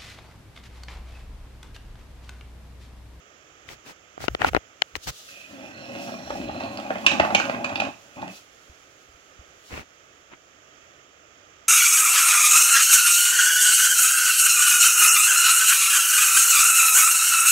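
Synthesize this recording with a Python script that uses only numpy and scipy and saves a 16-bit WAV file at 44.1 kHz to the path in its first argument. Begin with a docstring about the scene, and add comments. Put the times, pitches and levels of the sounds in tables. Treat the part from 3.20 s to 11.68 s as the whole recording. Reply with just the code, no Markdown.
"""A steady hum lies under everything; early on, fingers click, rub and thump close by on a hand-held phone.
Then a hollow plastic thing trundles over a kitchen's tile floor, rattling and knocking at the joints, and
the phone is touched again after it. Clicks, grit and knocks are noise pushes that ring tables of resonances;
strokes, soft rustles and hum are shaped noise, and taps are decaying sines.
The phone's two microphone ports make the stereo pair; hard walls answer the cart."""
import sys
import numpy as np
from scipy import signal
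from scipy.fft import rfft, irfft, next_fast_len
from scipy.io import wavfile
from scipy.ndimage import map_coordinates

SR = 44100
rng = np.random.default_rng(int(sys.argv[2]) if len(sys.argv) > 2 else 0)


def inscribe(sig):
    """Save sig as 16-bit PCM at rate SR to the path in sys.argv[1].

    A 1-D sig is mono; a 2-D sig holds one channel per row.
    Samples are clipped to [-1, 1] before scaling.
    """
    pcm = np.round(np.clip(np.atleast_2d(sig).T, -1, 1) * 32767)
    wavfile.write(sys.argv[1], SR, pcm.astype(np.int16))


def gain_from_db(level_db):
    """Convert decibel levels to linear amplitude factors (20 dB per decade)."""
    decades = np.asarray(level_db, float) / 20
    return 10 ** decades


N = 373997

# Resonances of the cart's hollow body. Each row: frequency in Hz, width in Hz, level in dB.
BODY_MODES = [(110, 51, -5.5), (208, 65, -1.5), (272.7, 98, 1.5), (562, 45, 6), (660, 123, 3),
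              (808, 116, 6.5), (1074, 233, -2), (1394, 600, -7.5)]
# Resonances of its hard shell. Each row: frequency in Hz, width in Hz, level in dB.
SHELL_MODES = [(1574, 390, 1), (1947, 310, -0.5), (2534, 198, 11), (2810, 330, -1), (3300, 400, -4),
               (4140, 360, -12), (5550, 124, -11), (6360, 600, -11.5)]
DETUNE = 0.021  # fraction by which the cart's modes shift
SHELL_BLUR = 2.4  # contact damps the shell and widens its modes by this factor


def unit(x):
    """Brought to rms 1."""
    return x / np.sqrt(np.mean(x ** 2) + 1e-20)


def along(points, hz):
    """Values read from (Hz, value) points on a log frequency axis."""
    f, v = np.transpose(points)
    return np.interp(np.log(hz + 1), np.log(f + 1), v)


def gains(rows):
    """Gain per sample for each dB column after the time; silent before and after."""
    s, *cols = np.transpose(rows)
    return [gain_from_db(np.interp(np.arange(N) / SR, s, c, -140, -140)) for c in cols]


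def humps(table, steep):
    """Gain per sample for each dB column after centre and length: swells, squarer as steep grows."""
    rows, t = np.array(table), np.arange(N) / SR
    swells = np.exp(-np.abs(2.18 * (t - rows[:, :1]) / rows[:, 1:2]) ** steep)
    return gain_from_db(rows[:, 2:]).T @ swells


def wobble(rate):
    """A smooth random curve, rate knots a second."""
    knots = rng.standard_normal(int(N * rate / SR) + 4)
    return map_coordinates(knots, [np.arange(N) * rate / SR])


def filtered(x, response):
    """x times a complex response of frequency."""
    n = x.shape[-1]
    m = next_fast_len(n + SR // 4)
    return irfft(rfft(x, m) * response(np.fft.rfftfreq(m, 1 / SR)), m)[..., :n]


def modes(table, order=1):
    """Causal response of (Hz, width, dB) resonances; order 2 has steeper flanks."""
    def response(f):
        total = 0
        for k, (centre, width, db) in enumerate(table):
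            resonance = 1j * f * width / (centre ** 2 - f ** 2 + 1j * f * width)
            total = total + (-1) ** (k * order) * gain_from_db(db) * resonance ** order
        return total
    return response


def struck(shape, table, peak_db, blow=0, order=1):
    """Random pushes under shape, led by one firm blow, ring the modes; scaled to its peak."""
    push = shape * rng.standard_normal(len(shape))
    push[np.argmax(shape)] += blow
    ring = filtered(push, modes(table, order))
    return gain_from_db(peak_db) * ring / np.abs(ring).max()


def pair_noise(spectrum, alike):
    """Stereo noise of rms 1 with a (Hz, dB) spectrum, whose sides agree by (Hz, correlation)."""
    def mid_and_side(hz):
        turn = np.arccos(np.clip(along(alike, hz), -1, 1)) / 2
        return gain_from_db(along(spectrum, hz)) * [np.cos(turn), np.sin(turn)]
    mid, side = filtered(rng.standard_normal((2, N)), mid_and_side)
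    return unit(np.array([mid + side, mid - side]))


def rolling():
    """Grit under the wheels pushes body and shell steadily, in grains and in small dry crackles."""
    # The push across the tiles, then a short nudge. Each row: time in seconds, body in dB, shell in dB.
    push = [(2.08, -67.5, -50), (2.27, -58, -49.5), (2.31, -46.5, -50), (2.56, -46.5, -48),
            (2.74, -40, -42.5), (3.04, -42.5, -48), (3.2, -36, -44.5), (3.82, -40.5, -46.5),
            (3.93, -34.5, -47), (4.36, -36.5, -43.5), (4.641, -38, -50), (4.8, -61.5, -102),
            (4.955, -66, -55), (4.969, -42, -46.5), (5.052, -41, -51), (5.201, -66.5, -59)]
    # The nudge drags the deep body. Each row: centre in seconds, length in seconds, level in dB.
    drag = [(5.06, 0.12, -41)]
    # Two thin shell modes sing along. Each row: centre and length in seconds, lower and upper mode in dB.
    thin = [(2.85, 0.85, -58.5, -57.5), (3.4, 0.56, -54, -78)]
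    grains_per_s, crackles_per_s, crackle_db = 99, 90, -5  # crackles are set against the shell's rub
    waver_db = 3.5  # unevenness of the rub

    grains = (rng.random(N) < grains_per_s / SR) * rng.exponential(size=N)
    # each grain jolts the whole thing for some ms, over the steady rub
    bumps = 1 + signal.lfilter([1], [1, -np.exp(-1 / (SR * 0.0019))], grains)
    body, shell = gains(push)
    deep = body + humps(drag, steep=2.4)[0]
    upper = body * np.where(np.arange(N) < 3.4 * SR, gain_from_db(-7.5), 1)  # upper body modes are damped at first
    thin_low, thin_high = humps(thin, steep=2.2)
    layers = [(deep, BODY_MODES[:3]), (body, BODY_MODES[3:5]), (upper, BODY_MODES[5:]),
              (shell, SHELL_MODES[:5]), (thin_low, SHELL_MODES[5:6]), (thin_high, SHELL_MODES[6:7])]
    out = 0
    for gain, table in layers:
        # each mode wavers between a low and a high form as the wheels meet other grit
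        rub = 0
        for hz, width, db in table:
            for way in (-1, 1):
                grit = bumps * gain_from_db(waver_db * wobble(11)) * rng.standard_normal(N)
                rub = rub + filtered(grit, modes([(hz * (1 + way * DETUNE), width, db)], order=2))
        out = out + gain * unit(rub)

    sparks = (rng.random(N) < crackles_per_s / SR) * rng.exponential(size=N) ** 2
    crackle = signal.lfilter([1], [1, -np.exp(-1 / (SR * 0.0013))], sparks) * rng.standard_normal(N)
    damped = [(hz, SHELL_BLUR * width, db / 2) for hz, width, db in SHELL_MODES[:6]]
    return out + shell * gain_from_db(crackle_db) * unit(filtered(crackle, modes(damped, order=2)))


def knocking():
    """Each joint is a firm blow with a dying chatter of loose parts, and one softer rebound."""
    # Knocks at the tile joints. Each row: time in seconds, hollow body in dB, shell in dB, thin snap in dB.
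    joints = [(3.1027, -21, -31, -39), (3.4044, -27.5, -26, -46), (3.7035, -14.5, -47, -56),
              (3.8631, -18, -1, -15.5), (3.9969, -7, -11, -36), (4.1472, -9.5, -2, -17),
              (4.2946, -15.5, -22.5, -50), (4.4428, -24, -15.5, -33), (4.5557, -29, -15, -50),
              (4.599, -19.5, -11.5, -30)]
    # Dull bumps that only the body feels. Each row: time in seconds, body in dB.
    dull_bumps = [(2.696, -33), (2.889, -27), (3.293, -26.5), (4.1034, -18.5), (4.618, -17), (5.0254, -27)]
    rebound_s, rebound_body_db, rebound_shell_db = 0.0505, -8.5, -13
    deep_db, chatter_db = -15, -18  # deep body under the hollow body; chatter under the blow's peak
    body_blur, chatter_blur = 1.78, 2  # widening of the modes
    scatter_db, soft_hz = 3.5, 3900  # no two blows land on the same spot; the blow is soft above soft_hz

    soft, snaps = np.zeros((2, N + SR))
    t = np.arange(SR // 6) / SR
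    contact = gain_from_db(-60 * t / 0.0292) * (1 - np.exp(-t / 0.001607))
    blows = list(joints) + [(s, db, -140, -140) for s, db in dull_bumps]
    rebounds = [(s + rebound_s, body_db + rebound_body_db, shell_db + rebound_shell_db,
                 thin_db + rebound_shell_db) for s, body_db, shell_db, thin_db in blows]
    for s, body_db, shell_db, thin_db in blows + rebounds:
        loose = np.interp(t, np.arange(70) / 400, rng.standard_normal(70))  # loose parts rattle on unevenly
        chatter = gain_from_db(-60 * t / 0.2 + 7.0 * loose) * (1 - np.exp(-t / 0.0024))
        parts = [(soft, shell_db, SHELL_MODES[:6], SHELL_BLUR),
                 (soft, body_db, BODY_MODES[4:], body_blur),
                 (snaps, thin_db, SHELL_MODES[5:], SHELL_BLUR),
                 (soft, body_db + deep_db, BODY_MODES[:3], body_blur)]
        for track, db, table, blur in parts:
            luck = rng.standard_normal((len(table), 2))
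            spot = [(hz * (1 + DETUNE * a), width, level + scatter_db * b)
                    for (hz, width, level), (a, b) in zip(table, luck)]
            damped = [(hz, blur * width, level) for hz, width, level in spot]
            rattling = [(hz, chatter_blur * width, level) for hz, width, level in spot]
            hit = struck(contact, damped, db, blow=2.8, order=2)
            rattle = struck(chatter, rattling, db + chatter_db, order=2)
            track[round(s * SR):][:len(t)] += hit + rattle
    return snaps[:N] + filtered(soft[:N], lambda hz: 1.66 / (1 + 1j * hz / soft_hz) ** 2)


def clicks():
    """A sharp slip of a few ms sets the case ringing; each port feels it through its own path."""
    # Dry clicks close by. Each row: time in seconds, dull part in dB, bright part in dB, left over right in dB.
    slips = [(0.488, -55, -29, 13.5), (0.977, -23.5, -45, -6), (1.003, -30, -34, 1), (1.02, -36, -31, -4),
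             (1.039, -26, -41, 19.5), (1.081, -11, -13.5, 15), (1.148, -11.5, -12, 2.5),
             (1.217, -17.5, -19, 24.5), (1.245, -1.5, -21, 1), (1.332, -21, -28, 8), (1.347, -5, -15.5, 8),
             (1.364, -10, -11, 10), (1.371, -19, -47, 16), (1.619, -13, -1.5, 6.5), (1.753, -32.5, -20, 22),
             (1.871, -27.5, -24, 4)]
    # What the case rings with. Each row: frequency in Hz, width in Hz, level in dB.
    case = [(356, 250, 2), (757, 183, 6), (1406, 168, 1), (1930, 335, 9.5), (3080, 450, 6), (3750, 1200, 1),
            (5030, 3800, -9)]
    out, t = np.zeros((2, N + SR)), np.arange(SR // 25) / SR - .004
    # a weak lead-in, then the snap
    shape = np.where(t < 0, 0.32 * gain_from_db(60 * t / 0.0038), gain_from_db(-60 * t / 0.0074))
    for s, dull_db, bright_db, pan_db in slips:
        for port, side_db in zip(out, (pan_db / 2, -pan_db / 2)):
            dull = struck(shape, case[:3], dull_db + side_db)
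            bright = struck(shape, case[3:], bright_db + side_db)
            port[round((s - .003) * SR):][:len(t)] += dull + bright
    return filtered(out[:, :N], lambda hz: 1 / (1 + 1j * hz / 9000) ** 2)


def strokes():
    """Skin slides along the case in uneven slips with a hiss on top."""
    # Finger strokes. Each row: centre in seconds, length in seconds, rub in dB, hiss in dB.
    slides = [(.515, 0.072, -48, -45), (.69, 0.077, -46.5, -46), (1.035, 0.068, -43, -39.5),
              (1.24, 0.088, -31, -43), (1.28, 0.034, -29.5, -34.5), (1.36, 0.04, -33, -72),
              (1.763, 0.015, -36.5, -35), (1.888, 0.037, -44, -29), (6.565, 0.12, -37.5, -45.5),
              (7.13, 0.043, -46, -72.5)]
    # Spectrum of the rub. Each row: frequency in Hz, level in dB.
    rub_spectrum = [(100, -13.5), (250, -2), (700, -7.5), (2600, -7.5), (6000, -42), (10000, -58)]
    hiss_spectrum = [(2500, 8.0), (6000, 7), (12000, -8.0), (16000, -1.0)]  # Hz, dB
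    rub, hiss = humps(slides, steep=3.1)
    slips = gain_from_db(3 * wobble(400))
    skin = slips * rub * pair_noise(rub_spectrum, [(1000, 0.24)])
    return skin + hiss * pair_noise(hiss_spectrum, [(9000, 0.09)])


def taps():
    """Single soft taps on the case: a low decaying sine, equal at both ports."""
    # Each row: start in seconds, level in dB.
    touches = [(5.495, -37), (5.89, -45), (5.945, -45), (6.191, -34.5), (6.526, -28)]
    tap_hz, decay_s = 65.3, 0.085  # decay_s is the time to fall 60 dB
    out, t = np.zeros(N + SR), np.arange(SR // 5) / SR
    for s, db in touches:
        onset = 1 - np.exp(-t / 0.0037)
        out[round(s * SR):][:len(t)] += gain_from_db(db - 60 * t / decay_s) * np.sin(2 * np.pi * tap_hz * t) * onset
    return out[:N]


def thumps():
    """The grip shifts and thumps the case: swells of low noise, largely alike at the two ports."""
    # Shifts of the grip. 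Each row: centre in seconds, length in seconds, level in dB.
    shifts = [(.52, 0.16, -55.5), (1.03, 0.075, -40), (1.13, 0.075, -37.5), (1.25, 0.094, -37),
              (1.345, 0.088, -35), (1.763, 0.054, -47), (1.888, 0.057, -36), (3.25, 0.37, -48.5),
              (6.57, 0.13, -47)]
    # Spectrum of a thump. Each row: frequency in Hz, level in dB.
    low_spectrum = [(15, -53), (55, 0.5), (130, -7), (400, -47.5)]
    return humps(shifts, steep=4.8)[0] * pair_noise(low_spectrum, [(50, 0.73)])


def rustle():
    """Fur or cloth brushing: a soft hiss that swells briefly over a slowly changing treble hiss."""
    # Soft rustles. Each row: centre in seconds, length in seconds, level in dB.
    swells = [(1.84, 0.037, -41.5), (2.1, 0.74, -54), (2.85, 0.25, -49), (3.16, 0.13, -54),
              (5.16, 0.094, -48), (6.5, 0.15, -54)]
    # A slowly rising and falling treble hiss under the rustles. 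Each row: time in seconds, level in dB.
    treble_hiss = [(1.7, -99), (1.9, -49.5), (2.5, -68), (4.1, -48), (4.8, -59), (7.5, -75)]
    # Spectrum of the hiss. Each row: frequency in Hz, level in dB.
    fabric = [(1200, -49), (2800, 14.5), (6700, 14), (8500, 5), (15000, 2)]
    level = humps(swells, steep=1.46)[0] + gains(treble_hiss)[0]
    return level * gain_from_db(1.35 * wobble(28)) * pair_noise(fabric, [(3000, 0.18), (9000, 0.014)])


def room(x, count=20):
    """Hard walls answer, differently at each port and in each stretch of time; decay varies with pitch."""
    # Each row: frequency in Hz, time to fall 60 dB in seconds.
    decay = [(200, 0.079), (9000, 0.39)]
    out = np.zeros((2, N + SR))
    for part in np.array_split(np.arange(N), count):
        hz, t, z = signal.stft(rng.standard_normal((2, SR // 3)), SR, nperseg=256)
        fading = z * gain_from_db(-60 * t / along(decay, hz)[:, None])
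        tail = signal.istft(fading, SR, nperseg=256)[1]
        answer = signal.fftconvolve(x[None, part], tail / np.linalg.norm(tail[0]), axes=1)
        out[:, part[0] + 200:][:, :answer.shape[1]] += answer  # the answer comes 200 samples late
    return out[:, :N]


def hum():
    """The steady noise of the room and its appliances, drifting slightly in level."""
    # Spectrum of the hum. Each row: frequency in Hz, level in dB.
    spectrum = [(20, -21), (76, -4.5), (225, -11.5), (280, -5.5), (633, -3.5), (1000, -14.5), (1260, -2),
                (1500, -6.5), (3200, -11), (4130, -24), (6910, -14.5), (8140, -35), (16500, -37.5)]
    # How far the ports agree. Each row: frequency in Hz, correlation from 0 to 1.
    alike = [(100, 0.87), (2000, 0.39), (10000, 0.64)]
    return gain_from_db(-54.5 + 0.74 * wobble(3.66)) * pair_noise(spectrum, alike)


def scene():
    """All sources at the two ports; cart, its echo and hum come through the air with the ports' colour."""
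    # Left port over right port. Each row: frequency in Hz, difference in dB.
    ports = [(300, -2.5), (1600, -7), (8000, -18), (14000, 14)]
    cart = rolling() + knocking()
    far = cart * gain_from_db([[2.2], [-2.2]]) + gain_from_db(-4.0) * room(cart) + hum()
    airborne = filtered(far, lambda hz: gain_from_db(along(ports, hz) / 2 * np.array([[1], [-1]])))
    return airborne + clicks() + strokes() + taps() + thumps() + rustle()


def top_cut(x):
    """Nothing passes above the cut-off."""
    return signal.sosfilt(signal.butter(12, 16640, fs=SR, output="sos"), x)


def record(dry):
    """Sound reaches the left port first; the top is rolled off; the loudest peaks round off."""
    left_lead_s, top_hz, above_db = 11 / SR, 15900, -25
    sides = np.array([[1], [-1]])
    x = filtered(dry, lambda hz: np.exp(1j * np.pi * hz * left_lead_s * sides))
    x = filtered(x, lambda hz: np.where(hz < top_hz, 1, gain_from_db(above_db)))
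    x = x / (1 + np.abs(x) ** 8) ** (1 / 8)
    return top_cut(x)


dry = scene()
out = record(dry)
inscribe(out)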